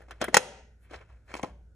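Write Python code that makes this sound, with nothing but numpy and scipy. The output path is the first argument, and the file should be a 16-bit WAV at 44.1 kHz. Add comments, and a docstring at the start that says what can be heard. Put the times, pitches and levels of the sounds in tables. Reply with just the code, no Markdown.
"""Metal tin on a wooden table

Close up in a quiet room, on a microphone with two ports. Fingers and nails tap the lid of a flat
tin, which snaps shut with two loud clacks; hands slide over it, turn it and set it on the table.
Each blow is an impact, a clatter and a ring; sliding is grainy noise. A low hum lies under it all."""
import sys
import numpy as np
from scipy import signal
from scipy.fft import rfft, irfft, next_fast_len
from scipy.io import wavfile
from scipy.ndimage import uniform_filter1d

SR = 44100
rng = np.random.default_rng(int(sys.argv[2]) if len(sys.argv) > 2 else 0)


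def waveform_to_disk(signal):
    """Save audio, clipped to [-1, 1], as 16-bit WAV at the path in sys.argv[1]."""
    frames = np.transpose(np.atleast_2d(signal))
    scaled = np.clip(frames, -1, 1) * 32767
    samples = np.round(scaled).astype(np.int16)
    wavfile.write(sys.argv[1], SR, samples)


N = 77175


def lid_taps():
    """Fingers and nails strike the lid and set it ringing."""
    # taps (time [s], thud [dB], clack [dB], tick [dB], sparkle [dB], ring [dB], contact [s])
    taps = [(.018, -66, -49.5, -93, -59.5, -61, .002), (.1085, -50, -37.5, -47.5, -49.5, -57.5, 0.0027),
            (.2142, -30.5, -27, -27, -34, -29, .002), (.2235, -33.5, -33.5, -43, -52, -30, .002),
            (.2412, -42.5, -25.5, -40.5, -26.5, -36.5, 0.002), (.2828, -31, -38, -50.5, -46, -43.5, 0.0018),
            (.9098, -48, -54, -57, -66, -63, .003), (.9405, -62.5, -40.5, -52, -95, -45, .004)]
    colour = [(80, -14.5), (280, 6.5), (520, 5), (1000, -2.5), (1600, -2.5), (2300, -15), (3200, -8.5),
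              (4500, -15), (5600, -11), (8500, -13.5), (12000, -14), (15000, -34.5)]  # spectrum of a tap (frequency [Hz], density [dB])
    lid_modes = [(242, -7.5, .17), (350, -6, 0.03), (499.1, 5, 0.11), (611.5, 4, 0.03), (1315, -11, 0.11),
                 (1394, -9.5, .08), (1605, -9.5, .09), (1980, -10.5, 0.12), (2820, -10, .1),
                 (3275, -10.5, 0.069)]  # (frequency [Hz], level [dB], t60 [s])
    return blows(taps, colour, lid_modes, damping_scale=0.99, impact_share=0.17)


def lid_snaps():
    """The lid snaps over the rim in two clacks, and the whole tin rings."""
    # snaps (time [s], thud [dB], clack [dB], tick [dB], sparkle [dB], ring [dB], contact [s])
    snaps = [(.3434, -28, -16.5, -15, -16.5, -12.5, 0.0045), (.3683, -12, -10.5, -7, -3.5, -4.5, 0.0028)]
    colour = [(60, -14.5), (180, -9.5), (300, 1), (490, 6.5), (700, 0.5), (860, 6), (1100, 0), (1480, 0.5),
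              (1660, -7), (1920, 3.5), (2200, -12.5), (2480, -1.5), (3500, -10.5), (4700, -11), (6300, -5),
              (7700, -10.5), (10700, -13.5), (15000, -35.5)]  # spectrum of a snap (frequency [Hz], density [dB])
    tin_modes = [(200, -4.5, 0.055), (508.3, -3.5, 0.16), (822, 3.5, .05), (1490, -4, 0.025),
                 (1521, -0.5, .05), (1865, -4, .035), (1936, 4, .042), (1976, -17, 0.13),
                 (5290, -10.5, .045), (6265, -2, 0.056)]  # (frequency [Hz], level [dB], t60 [s])
    return blows(snaps, colour, tin_modes, damping_scale=0.95, impact_share=0.36)


def table_knocks():
    """The tin meets the table: the clatter dies fast and the wood rings."""
    # knocks (time [s], thud [dB], clack [dB], tick [dB], sparkle [dB], ring [dB], contact [s])
    knocks = [(1.3396, -28.5, -24.5, -31, -35, -53, 0.0011), (1.351, -36, -35.5, -46, -40.5, -70, 0.0033),
              (1.3948, -38.5, -38.5, -52, -50, -49.5, 0.0022),
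              (1.4305, -62, -26.5, -37.5, -32, -42, 0.0011), (1.434, -18, -40, -39, -33, -33, 0.00095),
              (1.4415, -40.5, -45, -45, -53, -52, 0.006)]
    colour = [(80, -17), (220, 5), (500, 3.5), (950, 6.5), (1500, -14), (2300, -4.5), (3500, -15),
              (4800, -12.5), (6200, -18), (8000, -18), (11000, -19), (15000, -57)]  # spectrum of a knock (frequency [Hz], density [dB])
    table_modes = [(209, 7, 0.054), (245, 9.5, 0.039), (368, -2.5, 0.058), (510, -0.5, 0.14),
                   (861.6, -13, 0.16), (1031, 7.5, 0.088)]  # (frequency [Hz], level [dB], t60 [s])
    return blows(knocks, colour, table_modes, damping_scale=0.24, impact_share=0.15)


def blows(rows, colour, modes, damping_scale, impact_share):
    """Each blow is a sharp impact and a short clatter of dense modes over a few strong ones."""
    damping = [(100, 0.078), (450, 0.052), (1000, 0.026), (2000, 0.078), (5000, 0.05), (12000, 0.0088)]  # decay of the clatter (frequency [Hz], t60 before damping_scale [s])
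    attack_s, bass_attack_cycles = 0.00053, 0.52
    graze_s = 0.00056  # the surfaces graze just before they meet fully
    out, t = np.zeros(N), np.arange(SR // 10) / SR
    tones = .5 * ring(modes, np.arange(SR // 4) / SR)
    for start, *levels_db, ring_db, contact_s in rows:
        hz, width, bands = noise_bands(len(t), count=48)
        rise = 1 - np.exp(-(t / (attack_s + bass_attack_cycles / hz)) ** 2)
        shape = rise * fade(np.maximum(t - contact_s, 0), read(damping, hz) * damping_scale)
        gains = band_gains(hz, width, colour, levels_db) * np.sqrt(np.mean(shape ** 2, 1, keepdims=True))
        clatter = (evened(bands * shape) * gains).sum(0)
        pulse = np.linalg.norm(clatter) * impact(hz[:, 0], (gains / np.sqrt(width))[:, 0])
        add(out, start, np.sqrt(1 - impact_share) * clatter)
        add(out, start + graze_s, np.sqrt(impact_share) * pulse)
        add(out, start, amp(ring_db) * tones)
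    return out


def impact(hz, density, size=2048):
    """One sharp minimum-phase pulse of energy 1 with the given spectrum."""
    log_gain = np.interp(abs(np.fft.fftfreq(size, 1 / SR)), hz, np.log(density + 1e-9))
    pulse = np.fft.ifft(np.exp(np.conj(signal.hilbert(log_gain)))).real
    return pulse / np.linalg.norm(pulse)


def ring(modes, t, rise_s=0.00036, low_cut_hz=110):
    """Dying sines started by one push; little sounds below the low cut."""
    tones = sum(amp(db) * fade(t, t60) * np.sin(2 * np.pi * hz * t) for hz, db, t60 in modes)
    rise = 1 - np.exp(-t / rise_s)
    return signal.lfilter(*signal.butter(2, low_cut_hz, "high", fs=SR), tones * rise)


def rubs(grain_db=3.0, grain_s=0.0015):
    """Skin slides on tin: grainy friction that swells and fades with each move of the hands."""
    # hand moves (peak time [s], rise [s], fall [s], low [dB], middle [dB], high [dB])
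    moves = [(.004, 0.0067, 0.053, -59, -64.5, -76), (0.086, 0.003, 0.07, -54, -61, -75),
             (0.215, 0.0086, 0.021, -42.5, -44.5, -57), (0.339, 0.011, 0.0081, -38, -51.5, -60),
             (0.918, 0.02, 0.065, -61, -57.5, -71), (0.945, 0.024, 0.021, -49, -50, -65),
             (1.015, 0.011, 0.0184, -54, -58, -78.5), (1.108, 0.027, 0.079, -66.5, -69.5, -82.5),
             (1.319, 0.032, 0.066, -53.5, -53.5, -66.5), (1.369, 0.0074, 0.015, -44, -47.5, -50.5),
             (1.477, 0.057, 0.019, -48, -59.5, -68)]
    colour = [(80, -12), (250, -5), (500, 1.5), (1100, -5.5), (1550, -1.5), (2300, -2.5), (3500, -8.5),
              (5000, -6.5), (6300, -5.5), (9000, -11), (12000, -21.5), (15000, -34.5)]  # spectrum of the friction (frequency [Hz], density [dB])
    t = np.arange(N) / SR
    hz, width, bands = noise_bands(N)
    grain = evened(amp(grain_db * noise(lambda f: np.exp(-(f * grain_s) ** 2))))
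    swells = np.array([np.exp(np.where(t < peak, -((t - peak) / rise) ** 2, (peak - t) / fall))
                       for peak, rise, fall, *_ in moves])
    gains = np.hstack([band_gains(hz, width, colour, move[3:]) for move in moves])
    return grain * (np.sqrt(gains ** 2 @ swells ** 2) * bands).sum(0)


def skims():
    """Nails and fingertips skim the metal, the rim skims the table: brief hisses, one resonance each."""
    # light touches (peak time [s], half length [s], level [dB], resonance [Hz], half width [Hz])
    touches = [(0.282, 0.0028, -35, 1965, 150), (.838, 0.029, -74.5, 10600, 3530),
               (0.861, 0.036, -68, 1900, 1007), (.961, .003, -54.5, 4970, 1700),
               (1.105, 0.0048, -60, 980, 150), (1.27, 0.014, -81, 11500, 2500),
               (1.375, 0.0022, -57, 6450, 350), (1.418, 0.0016, -56, 7500, 2000),
               (1.4305, 0.001, -39.5, 6040, 350), (1.443, 0.0054, -34, 970, 200)]
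    t, out = np.arange(N) / SR, np.zeros(N)
    for peak, half_length, db, hz, half_width in touches:
        out += amp(db) * np.exp(-((t - peak) / half_length) ** 2) * resonant_noise(hz, half_width)
    return out


def room(x, turn_hz=70, count=3):
    """Quick reflections, then the room's tail; each moment takes other paths, so it stays diffuse."""
    reverb = [(115, -21, .45), (175, -12.5, 1), (240, -21.5, 0.44), (480, -22, .52), (720, -19.5, 0.46),
              (1100, -22, 0.35), (1950, -25.5, 0.53), (3260, -18, 0.42), (6900, -26, .42),
              (10000, -20, 0.25), (14000, -36.5, 0.18)]  # the room's tail (frequency [Hz], level [dB], t60 [s])
    build_s, early_db, early_t60 = 0.013, -22, 0.045
    t, out = np.arange(SR // 2) / SR, np.zeros(N)
    paths = [noise_bands(len(t)) for _ in range(count)]
    hz, width, _ = paths[0]
    build = 1 - np.exp(-t / build_s)
    tail = evened(build * fade(t, read(reverb, hz, column=2))) * amp(read(reverb, hz))
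    early = evened(t * fade(t, early_t60)) * amp(early_db)
    decay = np.sqrt((tail ** 2 + early ** 2) * 2 * width / (SR * len(t)))
    for k, (_, _, bands) in enumerate(paths):
        window = np.cos(np.pi * (2 * turn_hz * np.arange(N) / SR + k / count)) * np.sqrt(2 / count)
        out += signal.fftconvolve(x * window, (bands * decay).sum(0))[:N]
    return out


def hum(hz=59, rumble_db=-10):
    """A low hum inside a narrow rumble; the two swell and sag together."""
    swells = [(0, -53.5), (.14, -54), (.5, -54), (.74, -57.5), (.9, -57), (.98, -50.5), (1.08, -63),
              (1.15, -50), (1.25, -64.5), (1.35, -49.5), (1.48, -66), (1.52, -48), (1.68, -53.5),
              (1.75, -61.5)]  # (time [s], level [dB])
    t = np.arange(N) / SR
    tone = np.sqrt(2) * np.sin(2 * np.pi * hz * t)
    rumble = amp(rumble_db) * resonant_noise(hz, half_width_hz=24)
    return amp(np.interp(t, *np.transpose(swells))) * (tone + rumble)


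def air(level_db=-61.5):
    """Room tone: the faint steady noise of still air."""
    colour = [(30, -8), (85, 3), (118, -3), (160, -9.5), (250, -19), (500, -19.5), (800, -34),
              (1150, -41.5), (1480, -21.5), (1900, -40.5), (3000, -45), (6000, -43), (10000, -45),
              (14000, -56)]  # spectrum of the room tone (frequency [Hz], density [dB])
    return amp(level_db) * noise(lambda f: amp(read(colour, f)))


def ports(sound, unrelated, likeness):
    """Both microphone ports hear the sound; the right one blends in an unrelated signal."""
    lag = [(20, 0), (150, -.1), (300, -.3), (600, -.55), (1250, -.42), (2100, .3), (2800, 1.4), (3400, .5),
           (4480, 1.3), (5050, 5.2), (5700, 6.9), (8500, 8), (11000, 9), (13500, 9.3)]  # right port behind left (frequency [Hz], phase [rad])
    balance = [(200, -2), (480, 3.5), (850, 4.5), (1400, 0), (2200, 0), (3000, -1.5), (4300, -0.5),
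               (6000, 0), (12000, -0.5)]  # left port over right (frequency [Hz], level [dB])
    blend = shaped(sound, lambda f: read(likeness, f))
    blend += shaped(unrelated, lambda f: np.sqrt(1 - read(likeness, f) ** 2))
    left = shaped(sound, lambda f: amp(read(balance, f) / 2))
    right = shaped(blend, lambda f: amp(-read(balance, f) / 2) * np.exp(-1j * read(lag, f)))
    return np.array([left, right])


def scattered(x, size=192):
    """The same sound smeared over a few milliseconds."""
    return signal.fftconvolve(x, irfft(np.exp(2j * np.pi * rng.random(size // 2 + 1))))[:N]


def amp(db):
    """Decibels to gain."""
    return 10 ** (np.asarray(db) / 20)


def fade(t, t60):
    """A decay that loses 60 dB in t60 seconds."""
    return np.exp(-np.log(1000) * t / t60)


def evened(x):
    """Scales to rms 1."""
    return x / np.sqrt(np.mean(x ** 2, -1, keepdims=True) + 1e-30)


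def read(points, hz, column=1):
    """Reads a column of a table along log frequency."""
    table = np.array(points, float)
    return np.interp(np.log(hz + 1), np.log(table[:, 0] + 1), table[:, column])


def add(mix, start_s, sound):
    """Mixes a sound in at a time."""
    part = mix[round(start_s * SR):][:len(sound)]
    part += sound[:len(part)]


def shaped(x, gain):
    """Filters by a gain that is a function of frequency."""
    n = next_fast_len(2 * x.shape[-1])
    return irfft(rfft(x, n) * gain(np.fft.rfftfreq(n, 1 / SR)), n)[..., :x.shape[-1]]


def noise(gain):
    """Filtered noise of rms 1."""
    return evened(shaped(rng.standard_normal(N), gain))


def resonant_noise(hz, half_width_hz):
    """Noise of rms 1 around one resonance."""
    return noise(lambda f: 1 / (1 + ((f - hz) / half_width_hz) ** 2))


def noise_bands(n, count=26):
    """Noise split in adjoining bands: centres [Hz], widths [Hz] and signals of rms 1."""
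    centres = np.geomspace(360, 16300, count) - 300
    hz = np.fft.rfftfreq(n, 1 / SR)
    spectrum = np.exp(2j * np.pi * rng.random(n // 2 + 1)) * (hz > 0)
    bands = np.array([irfft(spectrum * np.interp(hz, centres, row), n) for row in np.eye(count)])
    return centres[:, None], np.gradient(centres)[:, None], evened(bands)


def band_gains(hz, width, colour, levels_db):
    """An object's colour, weighted by one event's levels from bass to treble."""
    band_hz = [400, 2000, 5800, 10000]  # where those levels apply (frequency [Hz])
    return amp(read(colour, hz) + read(list(zip(band_hz, levels_db)), hz)) * np.sqrt(width / 1000)


def scene():
    """The tin close to the microphone, the room around it, the hum in the centre."""
    # how alike the ports hear direct sound and room (frequency [Hz], likeness [0-1])
    direct_likeness = [(2300, 0.92), (3200, .3), (4600, 0.89), (5600, 0.65), (12000, 0.6)]
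    room_likeness = [(1200, 0.96), (1800, 0.14), (3000, 0.29), (4300, 0.34), (6200, 0.9), (10000, 0.26)]
    tin = lid_taps() + lid_snaps() + table_knocks() + rubs() + skims()
    direct = ports(tin, scattered(tin), direct_likeness)
    ambience = ports(room(tin) + air(), room(tin) + air(), room_likeness)
    return direct + ambience + hum()


def record(dry):
    """The recorder's gain dips on the snaps and recovers; peaks round off; the top treble is cut."""
    limit_db, limit_share, recover_db_per_s = -13.5, 0.96, 56.5
    ceiling, edge_hz = .95, 13900
    power_db = 10 * np.log10(abs(uniform_filter1d((dry ** 2).mean(0), size=256)) + 1e-12)
    recovery_db = np.arange(N) * recover_db_per_s / SR
    held_db = np.maximum.accumulate(power_db + recovery_db) - recovery_db
    over_db = np.maximum(held_db - limit_db, 0)
    ducked = dry * amp(-limit_share * signal.lfilter(np.ones(400) / 400, 1, over_db))  # 9 ms attack
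    rounded = ducked / (1 + (ducked / ceiling) ** 4) ** .25
    low_pass = signal.firwin(511, edge_hz, window=("kaiser", 9), fs=SR)
    return signal.oaconvolve(rounded, low_pass[None], "same")


dry = scene()
out = record(dry)
waveform_to_disk(out)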